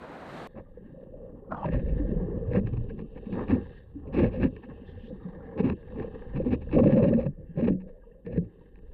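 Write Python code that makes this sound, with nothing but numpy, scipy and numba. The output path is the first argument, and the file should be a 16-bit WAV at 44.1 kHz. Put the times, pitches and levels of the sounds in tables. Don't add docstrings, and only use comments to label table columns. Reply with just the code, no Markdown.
import sys
import numpy as np
from scipy import signal
from scipy.fft import rfft, irfft, next_fast_len
from scipy.io import wavfile
from scipy.ndimage import uniform_filter1d
from numba import njit

SR = 44100
rng = np.random.default_rng(int(sys.argv[2]) if len(sys.argv) > 2 else 0)


def wrap_up_sound(samples):
    columns = np.atleast_2d(samples).T
    tamed = np.clip(columns, -1, 1)
    steps = np.round(tamed * 32767).astype(np.int16)
    wavfile.write(sys.argv[1], SR, steps)


N = 393813
DIVE_S = .473

# (centre [Hz], width before the widening in resonate [Hz], gain [dB])
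FIZZ_MODES = [(780, 68, 12), (920, 100, -1.5), (1068, 150, 3.5), (1250, 380, -17.5)]
WASH_MODES = [(1641, 100, 1), (1800, 89, 1.5), (2070, 220, -11)]
RUB_MODES = [(2241, 210, -0.5), (2603, 160, 1.5), (2798, 150, -2.5), (3300, 720, -20.5), (4010, 370, -17.5),
             (4574, 370, -28.5), (5400, 450, -29)]


def from_db(db):
    return 10 ** (np.asarray(db) / 20)


def rms_one(x):
    return x / np.sqrt(np.mean(x ** 2) + 1e-20)


def in_time(rows):
    s, *columns = np.transpose(rows)
    return [np.interp(np.arange(N) / SR, s, c) for c in columns]


def drift(rate_hz):
    r = np.exp(-80 * np.pi * rate_hz / SR)
    noise = rng.standard_normal(N // 40 + 2002)
    slow = signal.lfilter([1], [1, -2 * r, r * r], noise)[2000:]
    return np.interp(np.arange(N) / 40, np.arange(len(slow)), rms_one(slow))


def coloured(spectrum):
    size = next_fast_len(N)
    hz, db = np.transpose(spectrum)
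    f = np.arange(1, size // 2 + 2) * SR / size
    gain = from_db(np.interp(np.log(f), np.log(hz), db)) * (f > hz[0])
    return rms_one(irfft(rfft(rng.standard_normal(size)) * gain, size)[:N])


def resonate(x, modes):
    out = 0
    for k, (hz, width_hz, db) in enumerate(modes):
        r = np.exp(-np.pi * width_hz * 1.55 / SR)
        b = [(1 - r * r) / 2, 0, (r * r - 1) / 2]
        a = [1, -2 * r * np.cos(2 * np.pi * hz / SR), r * r]
        once = signal.lfilter(b, a, x + 1e-18)
        out = out + (-1) ** k * from_db(db) * signal.lfilter(b, a, once)
    return out


def grains(per_s, spread_db, smooth):
    sizes = from_db(spread_db * np.minimum(rng.exponential(1, N), 5)) * rng.choice([-1, 1], N)
    return rms_one(sizes * (rng.random(N) < per_s / SR)) + smooth * rng.standard_normal(N)


def pings(s, db, hz, t60, rise_s, glide):
    out, t = np.zeros(N + SR), np.arange(SR // 4) / SR
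    for at, level_db, f, ring in np.transpose(np.broadcast_arrays(s, db, hz, t60)):
        shape = (1 - np.exp(-t / rise_s)) * from_db(-60 * t / max(ring, .01))
        tone = np.sin(2 * np.pi * f * (t + glide * t * t / ring))
        start = int(at * SR)
        out[start:start + len(t)] += from_db(level_db) * shape / shape.max() * tone
    return out[:N]


@njit
def moving_ring(x, cos_w, r):
    y = np.zeros(len(x))
    for i in range(2, len(x)):
        y[i] = x[i] - x[i - 2] + 2 * r * cos_w[i] * y[i - 1] - r * r * y[i - 2]
    return y


def gliding(x, hz, width_hz):
    cos_w, r = np.cos(2 * np.pi * hz / SR), np.exp(-np.pi * width_hz / SR)
    return moving_ring(moving_ring(x, cos_w, r), cos_w, r)


def evened(x, window_s):
    power = uniform_filter1d(x ** 2, int(window_s * SR)).clip(0)
    return x / np.sqrt(power + 0.0013 * np.mean(x ** 2))


def driven(source, modes):
    return evened(resonate(source, modes), window_s=0.072)


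def bursts(rows, opens_db, closes_db, edge_s):
    t = np.arange(N // 20 + 2) * 20 / SR
    shapes = []
    for s, rise, fall, *_ in rows:
        level_db = np.interp(t, [s - rise, s, s + fall], [opens_db, 0, closes_db])
        shapes.append(from_db(level_db) * (t >= s - rise) * (t < s + fall))
    edge = max(round(edge_s * SR / 20), 1)
    powers = uniform_filter1d(np.array(shapes), edge, axis=1).clip(0) ** 2
    return lambda weights: np.interp(np.arange(N) / 20, np.arange(len(t)), weights @ powers)


def hiss():
    # (frequency [Hz], relative density [dB per Hz])
    hiss_colour = [(3000, -7.5), (5500, -10), (8500, 1.5), (10500, -4), (12000, 5.5), (15500, -9.5)]
    return from_db(-95) * coloured(hiss_colour)


def rush():
    # (time [s], roar level [dB], spray level [dB])
    rush_levels = [(0.0, -49.5, -68), (0.046, -41, -65), (0.062, -45.5, -65.5), (0.176, -43, -62.5),
                   (0.248, -43, -62), (0.326, -42, -58), (0.47, -41, -58)]
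    # (frequency [Hz], relative density [dB per Hz])
    rush_colour = [(30, -7), (100, -7.5), (160, 0), (600, -1.5), (1800, -12), (2300, -20), (3400, -26.5),
                   (4000, -26), (4700, -33), (5100, -39), (9000, -42.5), (10500, -51), (15500, -51)]
    click = np.zeros(N)
    click[round(DIVE_S * SR)] = from_db(-38)
    fall = coloured(rush_colour)
    roar_db, spray_db = in_time(rush_levels)
    roar = signal.sosfiltfilt(signal.butter(2, 2500, fs=SR, output="sos"), fall)
    both = from_db(roar_db) * rms_one(roar) + from_db(spray_db) * rms_one(fall - roar)
    return from_db(drift(17)) * both * (np.arange(N) < DIVE_S * SR) + click


def water():
    # (time [s], swell level [dB],
    # push level [dB], gurgle level [dB], cavity level [dB], cavity pitch before squeeze and wander [Hz])
    bed_curve = [(.47, -56, -62, -59, -59, 505), (.52, -56, -71, -61, -57, 497),
                 (.75, -53.5, -69, -53.5, -60, 520), (1.05, -51, -59, -45, -45.5, 538),
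                 (1.45, -53, -56, -48, -51, 486), (1.62, -47, -50.5, -39, -43, 544),
                 (1.85, -33, -33.5, -34.5, -47.5, 506), (2.15, -36, -41.5, -36, -39, 471),
                 (2.45, -43, -38.5, -45.5, -37.5, 460), (2.62, -37.5, -37.5, -34, -44.5, 492),
                 (3.1, -44, -54.5, -47.5, -52, 461), (3.55, -49, -45.5, -42.5, -37, 446),
                 (3.88, -54, -54, -59, -66, 484), (4.05, -49, -43, -45.5, -48, 456),
                 (4.3, -37.5, -35.5, -41.5, -47, 488), (4.6, -55.5, -51.5, -50, -52, 466),
                 (5.1, -58, -53, -49.5, -53.5, 460), (5.5, -48.5, -54, -40, -44, 486),
                 (5.8, -53.5, -48, -49.5, -57, 472), (6.25, -39, -57, -44, -46.5, 464),
                 (6.6, -34, -40, -44, -55.5, 502), (7.0, -35.5, -48, -26.5, -37, 493),
                 (7.35, -42, -50, -50.5, -63.5, 521), (7.75, -49, -58.5, -54.5, -54, 465),
                 (7.97, -59, -75, -63.5, -55, 505), (8.22, -57, -67, -54, -62, 475),
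                 (8.5, -60.5, -65, -54, -60.5, 452), (8.93, -43, -68, -58.5, -52, 455)]
    # (crest time [s], rise [s], fall [s],
    # push level [dB], gurgle level [dB], cavity level [dB], gurgle pitch before wander [Hz])
    surge_rows = [(.59, 0.048, .04, -44.5, -37.5, -40, 190), (1.53, .03, 0.03, -52, -31.5, -47, 187),
                  (1.67, .03, 0.071, -41, -25, -43, 195.7), (1.77, 0.064, 0.058, -27.5, -25.5, -38.5, 163),
                  (1.999, 0.018, 0.035, -38.5, -39.5, -31.5, 244),
                  (2.12, 0.018, 0.064, -33.5, -31, -48, 203), (2.25, .08, 0.053, -42, -32.5, -35.5, 179.4),
                  (2.38, 0.15, 0.017, -36, -29, -52, 167.7), (2.489, 0.022, 0.024, -26, -37, -33, 144),
                  (2.569, .05, 0.042, -38, -25.5, -26, 186), (2.78, .07, 0.041, -39, -34.5, -59.5, 156.4),
                  (2.92, .03, 0.033, -54, -40, -40, 194.7), (3.04, 0.077, 0.035, -49, -35.5, -52, 194),
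                  (3.18, .03, 0.033, -61, -40, -45, 177), (3.34, .05, .05, -50, -28.5, -50, 186.7),
                  (3.41, 0.062, .05, -43, -27.5, -35.5, 256), (3.529, .05, .09, -31.5, -21, -38, 230),
                  (3.96, .02, 0.06, -42, -46, -60, 256), (4.1, 0.027, .025, -41.5, -47, -33.5, 170),
                  (4.18, .04, .04, -33, -18.5, -30, 242.6), (4.239, 0.078, 0.063, -25.5, -18, -24.5, 230),
                  (4.36, .03, .05, -37, -30, -33.5, 217.4), (4.45, .06, 0.045, -26.5, -18.5, -34, 259.4),
                  (4.71, 0.037, .04, -57, -34.5, -41, 237), (4.9, 0.034, 0.085, -41, -44.5, -53.5, 141),
                  (5.11, 0.022, 0.046, -47, -38, -38.5, 208), (5.27, 0.024, 0.05, -48, -35.5, -45, 174),
                  (5.37, 0.037, .05, -57, -40.5, -38, 185.3), (5.599, 0.034, 0.024, -43, -24, -31, 202),
                  (5.65, 0.026, 0.067, -37, -19.5, -29.5, 253.6),
                  (5.72, 0.049, 0.036, -30.5, -23.5, -39.5, 222), (6.0, 0.098, 0.11, -39.5, -32, -36, 209),
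                  (6.15, 0.018, 0.044, -59, -41, -51, 260), (6.37, 0.028, 0.15, -46, -25, -35.5, 204),
                  (6.54, .08, 0.044, -28.5, -25, -38.5, 239), (6.772, 0.041, 0.086, -24, -17, -22.5, 213),
                  (6.87, 0.085, 0.046, -50.5, -14, -26.5, 200.7), (6.94, .04, .06, -44, -14, -21.5, 200),
                  (7.04, 0.046, 0.053, -33, -16.5, -17, 175), (7.1, 0.054, 0.094, -40, -17.5, -32.5, 204),
                  (7.19, 0.038, 0.088, -33.5, -31, -30.5, 193), (7.275, 0.036, .05, -40.5, -27, -47.5, 183),
                  (7.4, 0.027, 0.062, -45, -50.5, -45.5, 158.5),
                  (7.621, .055, 0.075, -40, -24, -41.5, 196.7),
                  (7.699, 0.067, 0.079, -32.5, -21, -34, 203.6), (7.85, 0.062, .08, -50, -45, -51, 183),
                  (8.281, 0.028, 0.18, -45.5, -36.5, -40.5, 189),
                  (8.385, 0.07, 0.099, -31.5, -31, -42.5, 172)]
    rest_gurgle_hz = 170
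    squeeze_hz_per_db = 1.53

    swell_db, *beds, cavity_hz = in_time(bed_curve)
    *surge_db, surge_hz = np.transpose(surge_rows)[3:]
    power = bursts(surge_rows, opens_db=-9, closes_db=-16, edge_s=0.038)
    calm = [from_db(2 * (db + 2.5 * drift(6.0))) for db in beds]   # powers, with lumps in dB
    total = [bed + power(from_db(2 * db)) for bed, db in zip(calm, surge_db)]
    push_db, gurgle_db, cavity_db = 10 * np.log10(total)
    surge_pitch = power(from_db(2 * surge_db[1]) * surge_hz)
    gurgle_hz = (calm[1] * rest_gurgle_hz + surge_pitch) / total[1]
    cavity_hz = cavity_hz + squeeze_hz_per_db * 10 * np.log10(total[2] / calm[2])
    return (swell_db + 4 * drift(1.7), push_db, gurgle_db, gurgle_hz * (1 + .08 * drift(8.0)),
            cavity_db, cavity_hz * (1 + .03 * drift(13.0)))


def heave(swell_db, push_db):
    swell_band = signal.butter(2, [16, 45], "band", fs=SR, output="sos")
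    push_band = signal.butter(2, [45, 100], "band", fs=SR, output="sos")
    swell = evened(signal.sosfilt(swell_band, rng.standard_normal(N)), window_s=0.08)
    push = evened(signal.sosfilt(push_band, rng.standard_normal(N)), window_s=0.026)
    return from_db(swell_db) * swell + from_db(push_db) * push


def gurgle(db, centre_hz):
    # (time [s], peak level before a 6 dB cut [dB], initial pitch [Hz], 60 dB decay [s])
    glugs = [(0.576, -44, 173, 0.072), (1.519, -26.5, 185, 0.091), (1.569, -30.5, 153, 0.1),
             (1.655, -25, 159, 0.088), (1.734, -17.5, 136, 0.047), (1.891, -22.5, 148, 0.1),
             (1.938, -35, 116, 0.1), (1.995, -18, 290, 0.13), (2.084, -29, 92.5, 0.18),
             (2.116, -19.5, 207, 0.047), (2.163, -18, 154, 0.053), (2.216, -22, 180, 0.15),
             (2.407, -26, 179, 0.15), (2.48, -18.5, 119, 0.16), (2.542, -15.5, 96.9, 0.091),
             (2.567, -14, 194, 0.13), (2.639, -17.5, 112.7, 0.12), (2.724, -18, 118.5, 0.14),
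             (2.775, -19, 114.4, 0.23), (3.017, -39, 370, 0.072), (3.018, -25.5, 197, 0.056),
             (3.154, -36.5, 152, 0.048), (3.266, -21, 210, 0.044), (3.325, -23.5, 178, 0.098),
             (3.522, -15, 94.5, 0.13), (3.525, -8.5, 247.8, 0.12), (3.954, -28, 283.4, 0.12),
             (4.074, -35, 151, 0.092), (4.18, -33.5, 225, 0.075), (4.183, -16, 346, 0.24),
             (4.414, -19, 252, 0.24), (4.64, -38, 243, 0.16), (4.815, -32.5, 247, 0.043),
             (4.957, -29.5, 94, 0.13), (5.031, -32.5, 224, 0.084), (5.12, -51, 91.5, 0.1),
             (5.125, -25, 194, 0.058), (5.249, -25, 177, 0.11), (5.597, -14.5, 181, 0.055),
             (5.641, -12.5, 256.4, 0.11), (5.906, -33, 172, 0.085), (5.954, -32, 244, 0.12),
             (6.285, -32, 112, 0.089), (6.355, -15.5, 143, 0.04), (6.458, -15, 245, 0.14),
             (6.52, -16.5, 250, 0.097), (6.731, -14.5, 306.6, 0.21), (6.974, -10, 222.6, 0.1),
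             (7.141, -10, 227.7, 0.2), (7.262, -15, 140.5, 0.084), (7.382, -31, 150, 0.083),
             (7.491, -29.5, 166, 0.13), (7.571, -16, 157.6, 0.072), (7.624, -14, 230.7, 0.17),
             (7.681, -15.5, 182.3, 0.4), (8.26, -29.5, 178.4, 0.14), (8.37, -30, 283, 0.066),
             (8.376, -11.5, 171, 0.11)]
    born, dealt, spread = grains(260, 2.33, 0.018), rng.integers(0, 14, N), 0
    for k, hz in enumerate(np.geomspace(95, 400, 14)):
        tilt_db = -5.0 * np.log2(hz / 190) ** 2
        spread = spread + resonate(born * (dealt == k), [(hz, hz / 7.2, tilt_db)])
    crowd = evened(gliding(grains(140, 4.5, 0.093), centre_hz, width_hz=83.4), window_s=0.035)
    both = evened(evened(spread, window_s=0.05) + crowd, window_s=0.069)
    s, peak_db, hz, t60 = np.transpose(glugs)
    single = pings(s, peak_db - 6, hz, t60, rise_s=0.0067, glide=0.027)
    return from_db(db - 3.0 + drift(33)) * both + single


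def cavity(db, hz):
    # (time [s], peak level before a 3.5 dB cut [dB], initial pitch [Hz])
    knocks = [(0.56, -37, 560), (0.771, -32.5, 478), (0.996, -40, 506), (1.137, -32.5, 573),
              (1.516, -21, 636), (1.65, -18.5, 586), (1.676, -24, 580), (1.724, -22.5, 520),
              (1.743, -23, 567), (1.868, -30.5, 457), (2.101, -30.5, 570), (2.123, -33, 410),
              (2.162, -26.5, 447), (2.236, -34, 487), (2.375, -40, 523), (2.511, -21.5, 475),
              (2.555, -21.5, 523), (2.569, -18.5, 385), (2.669, -32.5, 403), (2.99, -32.5, 440),
              (3.016, -33, 440), (3.357, -28.5, 468), (3.486, -34.5, 470), (3.516, -26, 395),
              (4.144, -25.5, 504), (4.171, -25, 405), (4.204, -27.5, 395), (4.234, -23.5, 555),
              (4.341, -31, 517), (4.431, -21.5, 530), (4.564, -34.5, 427), (5.078, -35.5, 458),
              (5.266, -32.5, 481), (5.578, -29.5, 510), (5.601, -16, 427), (5.65, -28.5, 406),
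              (5.701, -24, 397), (5.955, -39, 465), (5.989, -28, 448), (6.043, -27.5, 480),
              (6.078, -28.5, 465), (6.154, -29.5, 463), (6.222, -34.5, 476), (6.384, -40, 506),
              (6.399, -18.5, 514), (6.459, -22, 462), (6.515, -32, 424), (6.534, -21.5, 469),
              (6.725, -33, 460), (6.748, -32, 473), (6.781, -14, 456), (6.793, -9.5, 494),
              (6.831, -15, 556), (6.858, -10.5, 538), (6.895, -13, 533), (6.926, -23, 554),
              (6.968, -10.5, 514), (6.994, -13.5, 560), (7.026, -27, 550), (7.126, -14.5, 544),
              (7.187, -35, 508), (7.261, -20.5, 533), (7.572, -26.5, 550), (7.594, -21.5, 517),
              (7.619, -26.5, 573), (7.678, -14, 458), (7.766, -42, 506), (8.264, -30.5, 448),
              (8.358, -27, 462), (8.378, -21, 420)]
    ring = evened(gliding(grains(500, 3.0, 0.41), hz, width_hz=108.0), window_s=.06)
    s, peak_db, knock_hz = np.transpose(knocks)
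    knocked = pings(s, peak_db - 3.5, knock_hz, t60=0.042, rise_s=0.004, glide=0.042)
    return from_db(db - 2.0 + 2.8 * drift(20)) * ring + knocked


def stream(fizz_db, wash_db, sparkle_db, glint_db):
    # (centre [Hz], width before the widening in resonate [Hz], gain [dB])
    sparkle_modes = [(2700, 190, 3.5), (3100, 200, -5), (2300, 100, -7)]
    glint_modes = [(3740, 190, 2.5), (3360, 180, -2.5), (4220, 230, -5)]
    flow, swirl_db, out = grains(300, 2.5, 1.3), 1.5 * drift(14), 0
    for db, modes in ((fizz_db, FIZZ_MODES), (wash_db, WASH_MODES),
                      (sparkle_db, sparkle_modes), (glint_db, glint_modes)):
        out = out + from_db(db + swirl_db + 2 * drift(20)) * driven(flow, modes)
    return out


def bubbles(fizz_db):
    # (time [s], level [dB], centre [Hz])
    cloud_curve = [(4.84, -100, 3200), (4.87, -69, 3300), (4.92, -70.5, 3300), (4.95, -85, 2980),
                   (5.0, -69.5, 2870), (5.07, -65, 2900), (5.1, -75, 3750), (5.12, -100, 3800)]
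    # (time [s], peak level [dB], initial pitch [Hz], 60 dB decay [s])
    blips = [(0.659, -63, 1180, 0.074), (1.517, -45, 1250, 0.022), (1.547, -37, 1430, 0.016),
             (1.572, -63, 3300, 0.014), (1.595, -61, 3100, 0.017), (1.61, -69, 3070, .02),
             (1.63, -26.5, 840, 0.015), (1.644, -25, 940, 0.025), (2.899, -45.5, 1635, 0.024),
             (5.405, -55, 1380, 0.029), (6.69, -49.5, 1640, 0.026), (7.43, -80, 2120, .02),
             (7.462, -79, 2700, 0.37), (8.019, -64, 1630, 0.073), (8.033, -66, 1190, 0.05),
             (8.036, -62, 940, 0.075), (8.08, -72, 1010, 0.05), (8.114, -65, 1800, 0.034),
             (8.12, -73, 2700, .03), (8.61, -62, 940, 0.079)]
    db, hz = in_time(cloud_curve)
    cloud = evened(gliding(grains(800, 3.0, 1.5), hz, width_hz=800), window_s=.05)
    when, size, strength = rng.random((160, 3)).T
    s = DIVE_S + when * (N / SR - DIVE_S)
    small_hz = 650 * 1.9 ** size
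    small_db = fizz_db[(s * SR).astype(int)] + 1.5 + 5.1 * strength
    small = pings(s, small_db, small_hz, 35.0 / small_hz, rise_s=.003, glide=.06)
    single = pings(*np.transpose(blips), rise_s=0.0026, glide=0.018)
    return from_db(db) * cloud * (db > -94) + small + single


def strokes():
    # (hardest time [s], rise [s], fall [s],
    # bright level [dB], middle level [dB], dull level [dB])
    stroke_rows = [(0.582, 0.029, .03, -66, -58, -48.5), (1.66, .02, .04, -55, -50, -47),
                   (1.74, 0.035, .08, -55.5, -48, -49), (1.89, .03, .06, -63.5, -62, -61),
                   (2.52, 0.016, .03, -58, -54, -51), (2.57, 0.031, .028, -47.5, -43, -37.5),
                   (2.67, .011, .024, -57.5, -62, -52.5), (2.738, 0.014, .012, -67, -75.5, -59),
                   (2.773, 0.01, .017, -64, -70.5, -53), (2.905, 0.021, .02, -61.5, -63, -59),
                   (2.99, 0.011, .04, -62, -70, -51.5), (3.177, 0.023, .017, -62, -57, -52.5),
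                   (3.268, 0.016, .032, -65.5, -65, -60), (3.33, 0.0089, .04, -58, -61, -49),
                   (3.406, 0.067, .054, -61, -48.5, -39), (3.515, 0.038, .049, -49.5, -47.5, -39.5),
                   (4.08, .01, .015, -67, -72, -66.5), (4.15, 0.024, .05, -48.5, -50, -43.5),
                   (4.195, 0.041, .04, -47.5, -49, -43), (4.249, 0.11, .045, -47, -47, -41.5),
                   (4.352, 0.043, .06, -57, -56.5, -53.5), (4.444, 0.047, .035, -46, -42.5, -41.5),
                   (4.566, 0.0052, .02, -65, -63, -59), (4.644, 0.022, .021, -65, -57, -55),
                   (4.717, .03, .017, -77, -56, -52), (5.601, 0.027, .022, -50.5, -52, -41.5),
                   (5.66, 0.033, .03, -50, -52, -41.5), (5.699, 0.028, .038, -51, -50, -41),
                   (6.031, 0.077, .03, -60.5, -58, -48), (6.159, 0.016, .021, -76, -57, -57),
                   (6.361, .012, .07, -55, -56.5, -48), (6.468, 0.021, .032, -55.5, -67, -46),
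                   (6.532, 0.025, .026, -44, -48, -39.5), (6.623, .012, .014, -61, -65, -56),
                   (6.744, 0.031, .034, -44.5, -50.5, -40), (6.793, 0.017, .022, -48, -48.5, -33),
                   (6.84, .012, .016, -55, -56.5, -42), (6.869, .012, .05, -54, -53, -46),
                   (6.935, 0.1, .022, -52.5, -49.5, -47), (6.982, 0.021, .035, -48.5, -49, -40),
                   (7.035, 0.019, .03, -50, -50, -43), (7.085, 0.037, .03, -53, -52, -58),
                   (7.14, 0.02, .02, -53.5, -47.5, -50), (7.211, 0.049, .034, -55.5, -58.5, -47),
                   (7.265, 0.025, .015, -59.5, -55.5, -49.5), (7.601, 0.039, .05, -57.5, -56, -49),
                   (7.648, 0.038, .03, -54.5, -53, -52.5), (7.685, 0.028, .02, -50.5, -48, -42.5),
                   (7.73, 0.044, .012, -67, -65, -72), (7.817, 0.017, .015, -68, -65.5, -63),
                   (7.893, 0.018, .012, -73, -68, -64.5), (8.27, 0.021, .04, -68, -59, -64),
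                   (8.33, 0.035, .035, -64, -62, -63), (8.379, 0.04, .014, -64, -53, -57.5),
                   (8.447, .007, .013, -75, -72, -72)]
    power = bursts(stroke_rows, opens_db=-11.5, closes_db=-16, edge_s=.004)
    return np.sqrt([power(from_db(2 * db)) for db in np.transpose(stroke_rows)[3:]])


def rub():
    bright, middle, dull = strokes() * from_db(2.0 * drift(53))
    slips = grains(1200, 3.8, .8)
    low = dull * driven(slips, FIZZ_MODES) + middle * driven(slips, WASH_MODES)
    return low + bright * driven(slips, RUB_MODES)


def blow():
    # (time [s], level [dB], upper edge [Hz])
    blow_curve = [(1.497, -84, 1580), (1.51, -40, 1575), (1.53, -33.5, 1500), (1.56, -44.5, 1306),
                  (1.62, -44.5, 1276), (1.645, -44.5, 1250), (1.66, -61, 1100), (1.67, -95, 1000)]
    db, edge_hz = in_time(blow_curve)
    froth = grains(1500, 8.0, 0.68)
    crowd = 0
    for share in (.5, .7, .88):
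        crowd = crowd + evened(gliding(froth, share * edge_hz, width_hz=130), window_s=0.035)
    return from_db(db) * (db > -74) * evened(crowd, window_s=0.026)


def ticks():
    # (time [s], strike level before the group offsets [dB], extra strike level of the rub group [dB])
    tick_rows = [(1.513, -45, -5), (1.524, -40, -9), (1.645, -33, 0), (1.6866, -27.5, -3),
                 (1.7214, -27.5, -4), (2.515, -43, 1), (2.5336, -26, 3), (2.5608, -22, -8.5),
                 (2.6696, -31.5, 1), (2.7717, -47.5, 7.5), (2.8983, -40, 2.5), (2.9903, -36.5, 0),
                 (3.3262, -35, 6), (3.3504, -47, -8), (3.383, -38, -7.5), (3.482, -36, 11), (3.507, -23, 1),
                 (4.1331, -51, -4), (4.145, -34.5, 6), (4.2426, -21.5, 1), (4.3396, -53, 0),
                 (4.402, -37, -1), (4.4234, -29, 7), (4.5636, -37.5, 8.5), (5.5768, -39, 11),
                 (5.5913, -29, 4), (5.6543, -42, 10), (5.698, -27, 10), (5.8283, -41.5, -17),
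                 (5.8845, -41, -2), (5.984, -38, 5), (5.9974, -26, -4.5), (6.0283, -37, 8),
                 (6.148, -41, -2), (6.2201, -33.5, -13), (6.357, -41, 0.5), (6.463, -38, 4),
                 (6.5142, -37, 0), (6.53, -25, 0), (6.6918, -44, -8), (6.7217, -43, 3), (6.733, -30, 0),
                 (6.7879, -26, 7), (6.834, -34, 7), (6.86, -47, 19), (6.9252, -43, -4), (6.9661, -46.5, 2),
                 (6.9774, -35, 2), (7.0263, -30, 7), (7.0474, -32, 6), (7.0753, -39.5, 4.5),
                 (7.1285, -43.5, 4), (7.2131, -36, 8), (7.5738, -56, -8.5), (7.8013, -53, 2),
                 (8.2632, -35, 6), (8.3749, -34, 3), (8.7561, -43, 3), (8.788, -46.5, 1)]
    s, peak_db, bright_db = np.transpose(tick_rows)
    out = 0
    for modes, db in ((FIZZ_MODES, peak_db + 11.5), (WASH_MODES, peak_db + 21.5),
                      (RUB_MODES, peak_db + bright_db + 9.5)):
        clicks = np.zeros(N)
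        clicks[(s * SR).astype(int)] = from_db(db)
        decay = signal.lfilter([1], [1, -np.exp(-1 / (0.0029 * SR))], clicks)
        scuff = decay * rng.standard_normal(N)
        out = out + resonate(clicks + 0.042 * scuff, modes)
    return out


def throb():
    # (time [s], pitch [Hz], rms level [dB])
    throb_curve = [(1.72, 50.6, -40), (1.744, 50, -37), (1.86, 50.7, -32), (1.874, 50, -55),
                   (1.924, 47.8, -26), (2.012, 47.9, -32.5), (2.054, 44.1, -29), (2.106, 40.2, -40),
                   (2.18, 38, -26.5), (2.24, 37, -45)]
    hz, db = in_time(throb_curve)
    start_s, end_s = throb_curve[0][0], throb_curve[-1][0]
    fade = np.interp(np.arange(N) / SR, [start_s - .02, start_s, end_s, end_s + .03], [0, 1, 1, 0])
    return np.sqrt(2) * from_db(db) * fade * np.sin(2 * np.pi * np.cumsum(hz) / SR)


def port(x):
    dip_hz, dip_width_hz, dip_share, cut_hz = 721, 124, 0.34, 6300
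    x = x - dip_share * resonate(x, [(dip_hz, dip_width_hz, 0)])
    return signal.sosfilt(signal.butter(4, cut_hz, fs=SR, output="sos"), x)


def scene():
    # (time [s], fizz level [dB], wash level [dB],
    # sparkle level [dB], glint level [dB]), before random swirl
    stream_curve = [(.47, -77, -73, -91, -83), (.6, -74, -82, -93, -89), (.8, -74, -74, -86.5, -95),
                    (1.1, -70.5, -79.5, -87.5, -94), (1.18, -70.5, -81, -88, -99),
                    (1.49, -63.5, -82, -93, -100), (1.58, -46, -73, -78, -94), (1.67, -52, -61, -66, -90.5),
                    (1.75, -71, -70, -71, -81), (1.92, -63, -61.5, -74.5, -81.5),
                    (2.3, -57, -66, -80.5, -90), (2.65, -65.5, -72, -75.5, -85), (3.05, -73, -80, -78, -90),
                    (3.4, -61.5, -69, -67.5, -72.5), (3.56, -56.5, -62, -74, -78),
                    (3.78, -71, -64.5, -71.5, -77), (3.85, -79, -78, -89, -89), (4.1, -61.5, -78, -83, -96),
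                    (4.27, -59, -64.5, -71.5, -83), (4.55, -69, -79.5, -73, -82.5),
                    (4.88, -66.5, -66, -74, -86), (5.13, -67, -71, -81.5, -81),
                    (5.55, -55.5, -62.5, -83.5, -90.5), (5.75, -77, -72.5, -78, -88.5),
                    (5.95, -59.5, -68, -74.5, -78.5), (6.36, -62, -63.5, -73.5, -84.5),
                    (6.6, -70.5, -76, -77, -86), (6.92, -52.5, -58.5, -68.5, -78.5),
                    (7.1, -53, -66, -84, -83), (7.28, -83.5, -83.5, -98.5, -105),
                    (7.65, -76, -69, -81.5, -100), (7.8, -85, -86.5, -98.5, -100),
                    (8.08, -79, -81.5, -89, -102), (8.31, -85, -90, -96, -99), (8.5, -77, -77.5, -85, -92),
                    (8.93, -78.5, -78, -86, -93)]
    swell_db, push_db, gurgle_db, gurgle_hz, cavity_db, cavity_hz = water()
    body = heave(swell_db, push_db) + throb() + gurgle(gurgle_db, gurgle_hz) + cavity(cavity_db, cavity_hz)
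    body = signal.sosfilt(signal.butter(4, 595, fs=SR, output="sos"), body)
    stream_db = in_time(stream_curve)
    shell = stream(*stream_db) + rub() + ticks()
    below = port(body + shell + bubbles(stream_db[0]) + blow()) * (np.arange(N) >= DIVE_S * SR)
    return (rush() + below + hiss())[None]


def record(dry):
    return signal.sosfilt(signal.cheby2(12, 60, 15700, fs=SR, output="sos"), dry)


dry = scene()
out = record(dry)
wrap_up_sound(out)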